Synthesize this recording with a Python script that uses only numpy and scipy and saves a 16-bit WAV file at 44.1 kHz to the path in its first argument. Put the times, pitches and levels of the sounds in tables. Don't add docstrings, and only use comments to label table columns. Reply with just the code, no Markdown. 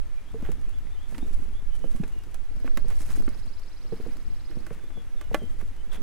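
import sys
import numpy as np
from scipy import signal
from scipy.fft import rfft, irfft
from scipy.io import wavfile

SR = 44100
rng = np.random.default_rng(int(sys.argv[2]) if len(sys.argv) > 2 else 0)


def generate_wav(signal):
    frames = np.transpose(np.atleast_2d(signal))
    scaled = np.clip(frames, -1, 1) * 32767
    pcm = np.round(scaled).astype(np.int16)
    wavfile.write(sys.argv[1], SR, pcm)


N = 265482
TIME = np.arange(N) / SR
BLOW = TIME[:SR // 3]

# (time [s], deck rumble [dB], bag rustle [dB])
STRIDES = [(.34, -54, -68), (1.121, -48, -60), (1.841, -52.5, -63.5), (2.62, -52, -72), (3.1, -52, -60.5),
           (3.94, -50.5, -64.5), (4.55, -51, -72), (5.33, -57, -65), (5.96, -51, -76)]
# (frequency [Hz], level [dB])
DECK_SPECTRUM = [(50, 6.5), (95, 5.5), (230, 11.5), (450, 1.5), (700, -13), (1200, -17), (3000, -43)]
# (frequency [Hz], level [dB])
SCRAPE_SPECTRUM = [(200, -8), (500, 6.5), (1000, 1), (1700, 2.5), (2700, -3), (3450, -8.5), (4300, -13.5),
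                   (9000, -18.5)]
# (frequency [Hz], correlation [-1..1])
CART_LIKENESS = [(100, 0.55), (400, 0.71), (2000, 0.9), (5000, 0.52), (14000, 0.46)]


def plank_thuds(contact_hz=950, bumps_per_s=7, bump_hz=252, bump_t60=.037, gain_db=1):
    # (time [s], level [dB], thud [Hz], t60 [s], jolt and ring against the thud [dB])
    blows = [(.342, -30.5, 449, 0.1, 3), (.425, -30, 217, 0.019, -4.5), (0.489, -25.5, 405, 0.017, -1),
             (1.124, -35, 168, .05, 9), (1.179, -35.5, 272, 0.082, -4), (1.226, -30, 257, 0.031, -5),
             (1.842, -26, 512, 0.035, 3), (1.946, -31.5, 239, 0.055, -7), (1.999, -21, 178, 0.033, -34),
             (2.033, -31.5, 410, 0.027, 8.5), (2.566, -39.5, 220, 0.023, -2),
             (2.6443, -30.5, 263.4, 0.12, 3), (2.773, -33.5, 250, .028, -5), (2.8469, -34, 395, 0.051, 5),
             (3.005, -40.5, 324, 0.024, -6), (3.174, -34, 288, 0.032, 1.5), (3.2008, -32.5, 265, 0.025, -1),
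             (3.278, -26.5, 262, 0.022, -8), (3.8478, -39.5, 330, 0.03, -5),
             (3.9231, -25.5, 453, 0.075, -0.5), (3.9305, -29.5, 364, .02, -11),
             (3.9997, -31, 430, 0.025, 0), (4.062, -31, 435, 0.026, 1.5), (4.082, -38, 240, .04, -16),
             (4.5, -41, 324, 0.047, -8), (4.569, -29, 236, .032, -2.5), (4.7084, -30.5, 465, 0.057, 3.5),
             (4.839, -41, 336, 0.017, -4), (4.972, -37, 258, 0.034, 12), (5.314, -28.5, 490, 0.018, 1.5),
             (5.345, -22, 554, 0.026, -23), (5.417, -33.5, 403, 0.067, 3.5), (5.436, -34.5, 240, 0.037, -5),
             (5.622, -43, 370, 0.025, 2)]
    # (frequency [Hz], level [dB], t60 [s])
    plank_modes = [(136, 8.5, 0.061), (189.2, 1, 0.15), (237.7, 0.5, 0.11), (322, -8.5, 0.19),
                   (369, -3, 0.052), (471.3, -1.5, 0.16), (536, -2, 0.075), (642, -15, 0.059),
                   (730, -14, 0.098), (1130, -17, 0.073)]
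    bumps = [(s, db, bump_hz * 2 ** rng.uniform(-.46, .39), bump_t60, -3)
             for s, db in by_chance(bumps_per_s, db=-47.5, spread_db=1.5)]
    jolt = from_db(-6) * knock(hz=620, cycles=6.3, rise_s=.00087)
    out = np.zeros((2, N))
    for s, db, hz, t60, ring_db in blows + bumps:
        plank = jolt + peak_one(soften(ring(plank_modes, scatter_db=2.5, width=.33), contact_hz))
        thud = knock(hz, cycles=t60 * hz, rise_s=.8 / hz)
        shudder = soften(contact_noise(DECK_SPECTRUM) * dying(t60=.32), contact_hz)
        blow = from_db(ring_db) * plank + thud + from_db(-24) * shudder
        add(out, s, -from_db(db + gain_db) * peak_one(blow))
    return out * pan(left_db=-4.5)


def board_clacks(crack_t60=.047, rebound_s=.0035, trees_t60=.35):
    # (time [s], level [dB], knock [Hz], crack against the ring [dB], share of free ringing time [0..1])
    slaps = [(0.45, -38.5, 1900, -10, .54), (.491, -46, 695, -14, .4), (.517, -38.5, 1620, 3, .43),
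             (.868, -42.5, 2050, -8, 0.34), (1.146, -37, 1490, 13, 0.53), (1.182, -40.5, 1490, 18, 1),
             (1.84, -42, 1110, -10, 0.47), (2.036, -36.5, 1770, 8, 1), (2.3443, -42, 1710, 6, 0.55),
             (2.677, -29, 1530, -3, 0.26), (2.773, -24, 1040, -0.5, 0.52), (2.906, -45, 1290, 7, .9),
             (3.278, -32, 1420, -18, 0.51), (4.512, -41.5, 1590, -16, 0.89), (4.666, -36, 1480, -5, 0.73),
             (4.705, -40, 1310, -13, 0.47), (4.904, -42, 1200, -10, 0.45), (5.211, -35, 1980, -14, 0.78),
             (5.3446, -14, 758, -2, 0.72)]
    # (frequency [Hz], level [dB], t60 [s])
    board_modes = [(259, -11, 0.15), (326, 9.5, 0.11), (455, 6, 0.042), (602, 1, 0.22), (655, -5, 0.22),
                   (830, 2, 0.085), (930, -18, 0.18), (1140, 6, 0.086), (1368, -3, 0.14), (1530, 0, 0.1),
                   (1740, -22, 0.042), (1730, 1.5, 0.088), (2080, 0.5, 0.12), (2546, -0.5, 0.073),
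                   (3020, 4, 0.023), (3120, -31, 0.28), (3220, -13, 0.16)]
    # (frequency [Hz], level [dB])
    crack_spectrum = [(300, 0), (700, 0), (2200, 2.5), (3500, -6.5), (4800, -13), (7000, -19), (11000, -44),
                      (16000, -67)]
    echo = from_db(-32) * dying(trees_t60)
    out = np.zeros((2, N))
    for s, db, hz, crack_db, freedom in slaps:
        decay = dying(crack_t60 * freedom)
        board = peak_one(ring(board_modes, scatter_db=1, width=.15, freedom=freedom))
        crack = peak_one(contact_noise(crack_spectrum) * (decay + echo))
        rebound = peak_one(contact_noise(SCRAPE_SPECTRUM) * decay)
        blow = board + from_db(crack_db) * crack + from_db(-4) * knock(hz, cycles=11, rise_s=.0012)
        add(out, s, from_db(db) * peak_one(blow))
        add(out, s + rebound_s, from_db(db - 4) * freedom ** 2 * rebound)
    return out * pan(left_db=-4)


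def rolling_tyre():
    # (middle [s], length [s], level [dB], rasp against the scrape [dB])
    scrapes = [(0.472, 0.093, -54, -16), (2.664, 0.024, -52, -16), (2.917, 0.034, -48, -22),
               (3.103, 0.06, -60, -25), (3.334, .049, -56, -29), (4.016, 0.27, -61, -23),
               (4.753, 0.086, -61.5, -20), (5.332, 0.0093, -48, -22), (5.611, 0.02, -50.5, -25),
               (5.942, 0.058, -47.5, -4)]
    # (frequency [Hz], level [dB])
    rasp_spectrum = [(200, -42), (2800, -25), (3450, 2), (4100, -23), (9000, -38)]
    load = sum(from_db(db) * stride(s) for s, db, _ in STRIDES)
    scraping = from_db(-17) * load + strokes((s, length, db) for s, length, db, _ in scrapes)
    rasping = strokes((s, length, db + rasp_db) for s, length, db, rasp_db in scrapes)
    rumble = from_db(-2) * load * rubbing(DECK_SPECTRUM, grain_db=5.5, grains_per_s=70)
    scrape = scraping * rubbing(SCRAPE_SPECTRUM, grain_db=4, grains_per_s=320)
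    rasp = rasping * rubbing(rasp_spectrum, grain_db=5, grains_per_s=350)
    return rumble * pan(left_db=-5.5) + (scrape + rasp) * pan(left_db=-3.5)


def grit_ticks(crumbs_per_s=10, gain_db=1):
    # (time [s], level [dB])
    grains = [(.424, -44.5), (.5172, -35), (.6928, -43), (1.1812, -34), (2.0792, -39.5), (2.236, -43),
              (2.3441, -34.5), (2.7726, -25.5), (2.8833, -37), (2.9032, -34), (2.9732, -49), (3.1053, -37),
              (3.2223, -37.5), (3.29, -37), (3.5962, -43), (4.169, -39.5), (4.6658, -36.5), (5.2121, -37),
              (5.3444, -26.5)]
    # (frequency [Hz], level [dB])
    snap_spectrum = [(400, 1), (1200, 3), (2500, -10.5), (4500, -8), (7000, -6), (11000, -8.5),
                     (16000, -14)]
    decay = dying(t60=.018) + from_db(-18) * dying(t60=.16)
    out = np.zeros((2, N))
    for s, db in [*grains, *by_chance(crumbs_per_s, db=-48.5, spread_db=1)]:
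        snap = contact_noise(snap_spectrum) * decay
        add(out, s, from_db(db + gain_db) * peak_one(snap))
    return out * pan(left_db=-1.5)


def bag_rustle(crumple_db=3.5, gain_db=-2.5):
    # (middle [s], length [s], level [dB])
    slips = [(1.338, 0.014, -53), (1.758, 0.027, -53), (1.915, 0.021, -54.5), (1.97, .025, -56),
             (2.95, 0.14, -54), (3.035, 0.077, -49.5), (3.11, 0.042, -46.5), (3.172, 0.03, -48),
             (4.738, 0.018, -56), (5.352, 0.024, -49), (5.63, 0.14, -68), (5.94, 0.045, -53.5)]
    # (frequency [Hz], level [dB])
    fabric_spectrum = [(700, 5.5), (2000, 1), (4000, -4.5), (7000, -1.5), (10500, -1), (13000, -8),
                       (16000, -14)]
    sway = sum(from_db(db) * stride(s) for s, _, db in STRIDES)
    crumple = from_db(crumple_db * np.clip(drift(per_s=45), -2, 2))
    fabric = rubbing(fabric_spectrum, grain_db=3.5, grains_per_s=970)
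    return from_db(gain_db) * (sway + strokes(slips)) * crumple * fabric * pan(left_db=.5)


def wind_buffet(gust_db=1, veer_db=1.5, gain_db=6):
    # (time [s], level [dB])
    breeze = [(0, -36), (.2, -39.5), (.5, -32.5), (.8, -36.5), (1.05, -38), (1.35, -31.5), (1.6, -38.5),
              (1.9, -34), (2.35, -40), (2.7, -34.5), (3.0, -30.5), (3.45, -38), (3.7, -43), (4.25, -39),
              (4.8, -41), (5.6, -36), (6.0, -39.5)]
    # (frequency [Hz], level [dB])
    spectrum = [(2, -28), (5.5, 5.5), (10, 4.5), (21, -5), (30, -13.5), (43, -6), (60, -18.5), (100, -26),
                (160, -42.5), (300, -62), (700, -100)]
    # (frequency [Hz], correlation [-1..1])
    likeness = [(10, -0.28), (50, -1), (120, -0.066), (400, -0.12)]
    gusts = from_db(gust_db * drift(per_s=7))
    veer = from_db(veer_db * drift(per_s=3) * np.array([[1], [-1]]) / 2)
    return from_db(gain_db) * level(breeze) * gusts * veer * noise(spectrum, likeness) * pan(left_db=-3)


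def songbirds(glide_at_middle=.62, waver_per_glide=.157, gain_db=-6):
    # (time [s], length [s], start pitch [Hz], end pitch [Hz], level [dB])
    notes = [(0.169, 0.023, 2300, 2420, -54.5), (0.258, .06, 3050, 3600, -63), (.66, 0.06, 2350, 2950, -61),
             (.72, 0.045, 2800, 3620, -61), (0.903, .05, 3420, 3640, -63), (0.944, 0.12, 2930, 3510, -61),
             (1.208, .04, 3420, 3740, -59), (1.529, 0.071, 3080, 3570, -60),
             (1.688, 0.126, 3074, 3030, -63.5), (1.81, 0.063, 3030, 2960, -58.5),
             (2.1, 0.12, 2890, 2824, -58.5), (4.797, 0.1, 3510, 3450, -63.5), (4.919, .1, 3440, 3354, -61),
             (5.162, 0.057, 3690, 3450, -62), (5.21, 0.06, 3160, 2840, -58.5),
             (5.39, 0.066, 3190, 3090, -53), (5.765, 0.053, 2930, 3060, -60)]
    song = np.zeros((2, N))
    for s, length, start_hz, end_hz, db in notes:
        pitches = [start_hz, start_hz + glide_at_middle * (end_hz - start_hz), end_hz]
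        waver = .0022 + waver_per_glide * np.ptp(pitches) / np.mean(pitches)
        add(song, s, from_db(db + gain_db) * whistle(length, pitches, waver, flutter_db=-1))
    return woods(song, t60=.31, direct_db=-1)


def trilling_bird(span_s=(2.447, 4.66), period_s=.0485, sweep_s=.031, sweep_hz=(3500, 4750, 5950)):
    # (time [s], level [dB])
    loudness = [(2.4, -73), (2.65, -63), (3.0, -58.5), (3.55, -57.5), (3.9, -59), (4.2, -63.5),
                (4.47, -58.5), (4.62, -61), (4.68, -70)]
    trill = np.zeros((2, N))
    for s in np.arange(*span_s, period_s):
        pitches = np.array(sweep_hz) * (1 + .02 * rng.standard_normal(3))
        add(trill, s, whistle(sweep_s, pitches, waver=.03, flutter_db=2))
    trill *= from_db(-4) * level(loudness) * pan(left_db=-6)
    return woods(trill, t60=.12, direct_db=-9)


def forest_hush(gain_db=-57.5):
    # (frequency [Hz], level [dB])
    spectrum = [(88, -60), (150, -5), (254, -1.5), (587, -9.5), (2120, -13.5), (4450, -22), (10300, -25.5),
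                (14900, -32.5), (15800, -33)]
    # (frequency [Hz], correlation [-1..1])
    likeness = [(130, 0.95), (300, 0.46), (700, 0.61), (1500, 0.75), (3100, 0.66), (6500, 0.26),
                (15000, 0.03)]
    return from_db(gain_db) * noise(spectrum, likeness) * pan(left_db=.6)


def stride(s, attack_s=.07, hold_s=.2, release_db_per_s=45):
    rise = np.clip((TIME - s) / attack_s + 1, 0, 1)
    return rise * from_db(-release_db_per_s * np.maximum(TIME - s - hold_s, 0))


def by_chance(per_s, db, spread_db):
    weight = np.cumsum(np.sqrt(sum(stride(s) for s, *_ in STRIDES)))
    count = int(per_s * N / SR)
    place, size = rng.random((count, 2)).T
    times = np.interp((np.arange(count) + place) / count, weight / weight[-1], TIME)
    return zip(times, db + spread_db * (2 * size - 1))


def ring(modes, scatter_db, width, freedom=1):
    out = 0
    for hz, db, t60 in modes:
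        strength, detune, skew = rng.standard_normal(3)
        phase = 2 * np.pi * hz * (1 + .021 * detune) * BLOW + width * skew * np.array([[1], [-1]])
        gain = rng.choice([-1, 1]) * from_db(db + scatter_db * strength)
        out = out + gain * np.sin(phase) * dying(t60 * freedom)
    return out


def knock(hz, cycles, rise_s):
    rise = 1 - np.exp(-(BLOW / rise_s) ** 2)
    return peak_one(np.sin(2 * np.pi * hz * BLOW) * dying(cycles / hz) * rise)


def soften(x, hz):
    return signal.sosfilt(signal.butter(2, hz, fs=SR, output="sos"), x)


def contact_noise(spectrum):
    return noise(spectrum, CART_LIKENESS, size=len(BLOW))


def rubbing(spectrum, grain_db, grains_per_s):
    grains = from_db(grain_db * np.clip(drift(grains_per_s), -2.5, 2.5))
    return noise(spectrum, CART_LIKENESS) * rms_one(grains)


def whistle(length, pitches, waver, flutter_db):
    along = np.linspace(0, 1, int(length * SR))
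    wobble = np.interp(along, np.linspace(0, 1, 28), rng.standard_normal(28))
    flutter = np.interp(along, np.linspace(0, 1, 8), rng.standard_normal(8))
    glide_hz = np.polyval(np.polyfit([0, .5, 1], pitches, 2), along)
    phase = 2 * np.pi * np.cumsum(glide_hz * (1 + waver * wobble)) / SR
    swell = rms_one(np.sqrt(np.abs(np.sin(np.pi * along))) * from_db(flutter_db * flutter))
    return swell * np.sqrt(2) * np.sin(phase)


def woods(x, t60, direct_db):
    tail = rng.standard_normal((2, len(BLOW))) * dying(t60)
    tail /= np.sqrt(np.sum(tail ** 2, axis=1, keepdims=True))
    return from_db(direct_db) * x + signal.fftconvolve(x, tail, axes=1)[:, :N]


def noise(spectrum, likeness, size=N):
    hz = np.arange(size // 2 + 1) * SR / size
    alike = np.clip(at_hz(likeness, hz), -.98, .98)
    white = rfft(rng.standard_normal((2, size)))
    mid, side = irfft(white * from_db(at_hz(spectrum, hz)) * np.sqrt([1 + alike, 1 - alike]), size)
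    return np.array([mid + side, mid - side]) / mid.std()


def drift(per_s):
    knots = rng.standard_normal(N // 20)
    return np.interp(TIME * per_s, np.arange(len(knots)), knots)


def dying(t60):
    return from_db(-60 * BLOW / t60)


def strokes(rows):
    return sum(from_db(db) * np.exp(-(2 * (TIME - s) / length) ** 2) for s, length, db in rows)


def level(rows):
    return from_db(np.interp(TIME, *np.transpose(rows)))


def at_hz(points, hz):
    known_hz, values = np.transpose(points)
    return np.interp(np.log(hz + 1e-3), np.log(known_hz), values)


def from_db(db):
    return 10 ** (np.asarray(db) / 20)


def rms_one(x):
    return x / np.sqrt(np.mean(x ** 2) + 1e-20)


def peak_one(x):
    return x / (np.abs(x).max() + 1e-20)


def pan(left_db):
    return from_db(np.array([[left_db], [-left_db]]) / 2)


def add(out, s, sound):
    start = int(np.clip(round(s * SR), 0, N - 1))
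    out[:, start:start + sound.shape[-1]] += sound[..., :N - start]


def scene():
    cart = plank_thuds() + board_clacks() + rolling_tyre() + grit_ticks() + bag_rustle()
    return cart + wind_buffet() + songbirds() + trilling_bird() + forest_hush()


def record(dry, cutoff_hz=15900):
    return signal.sosfilt(signal.ellip(10, .1, 80, cutoff_hz, fs=SR, output="sos"), dry)


dry = scene()
out = record(dry)
generate_wav(out)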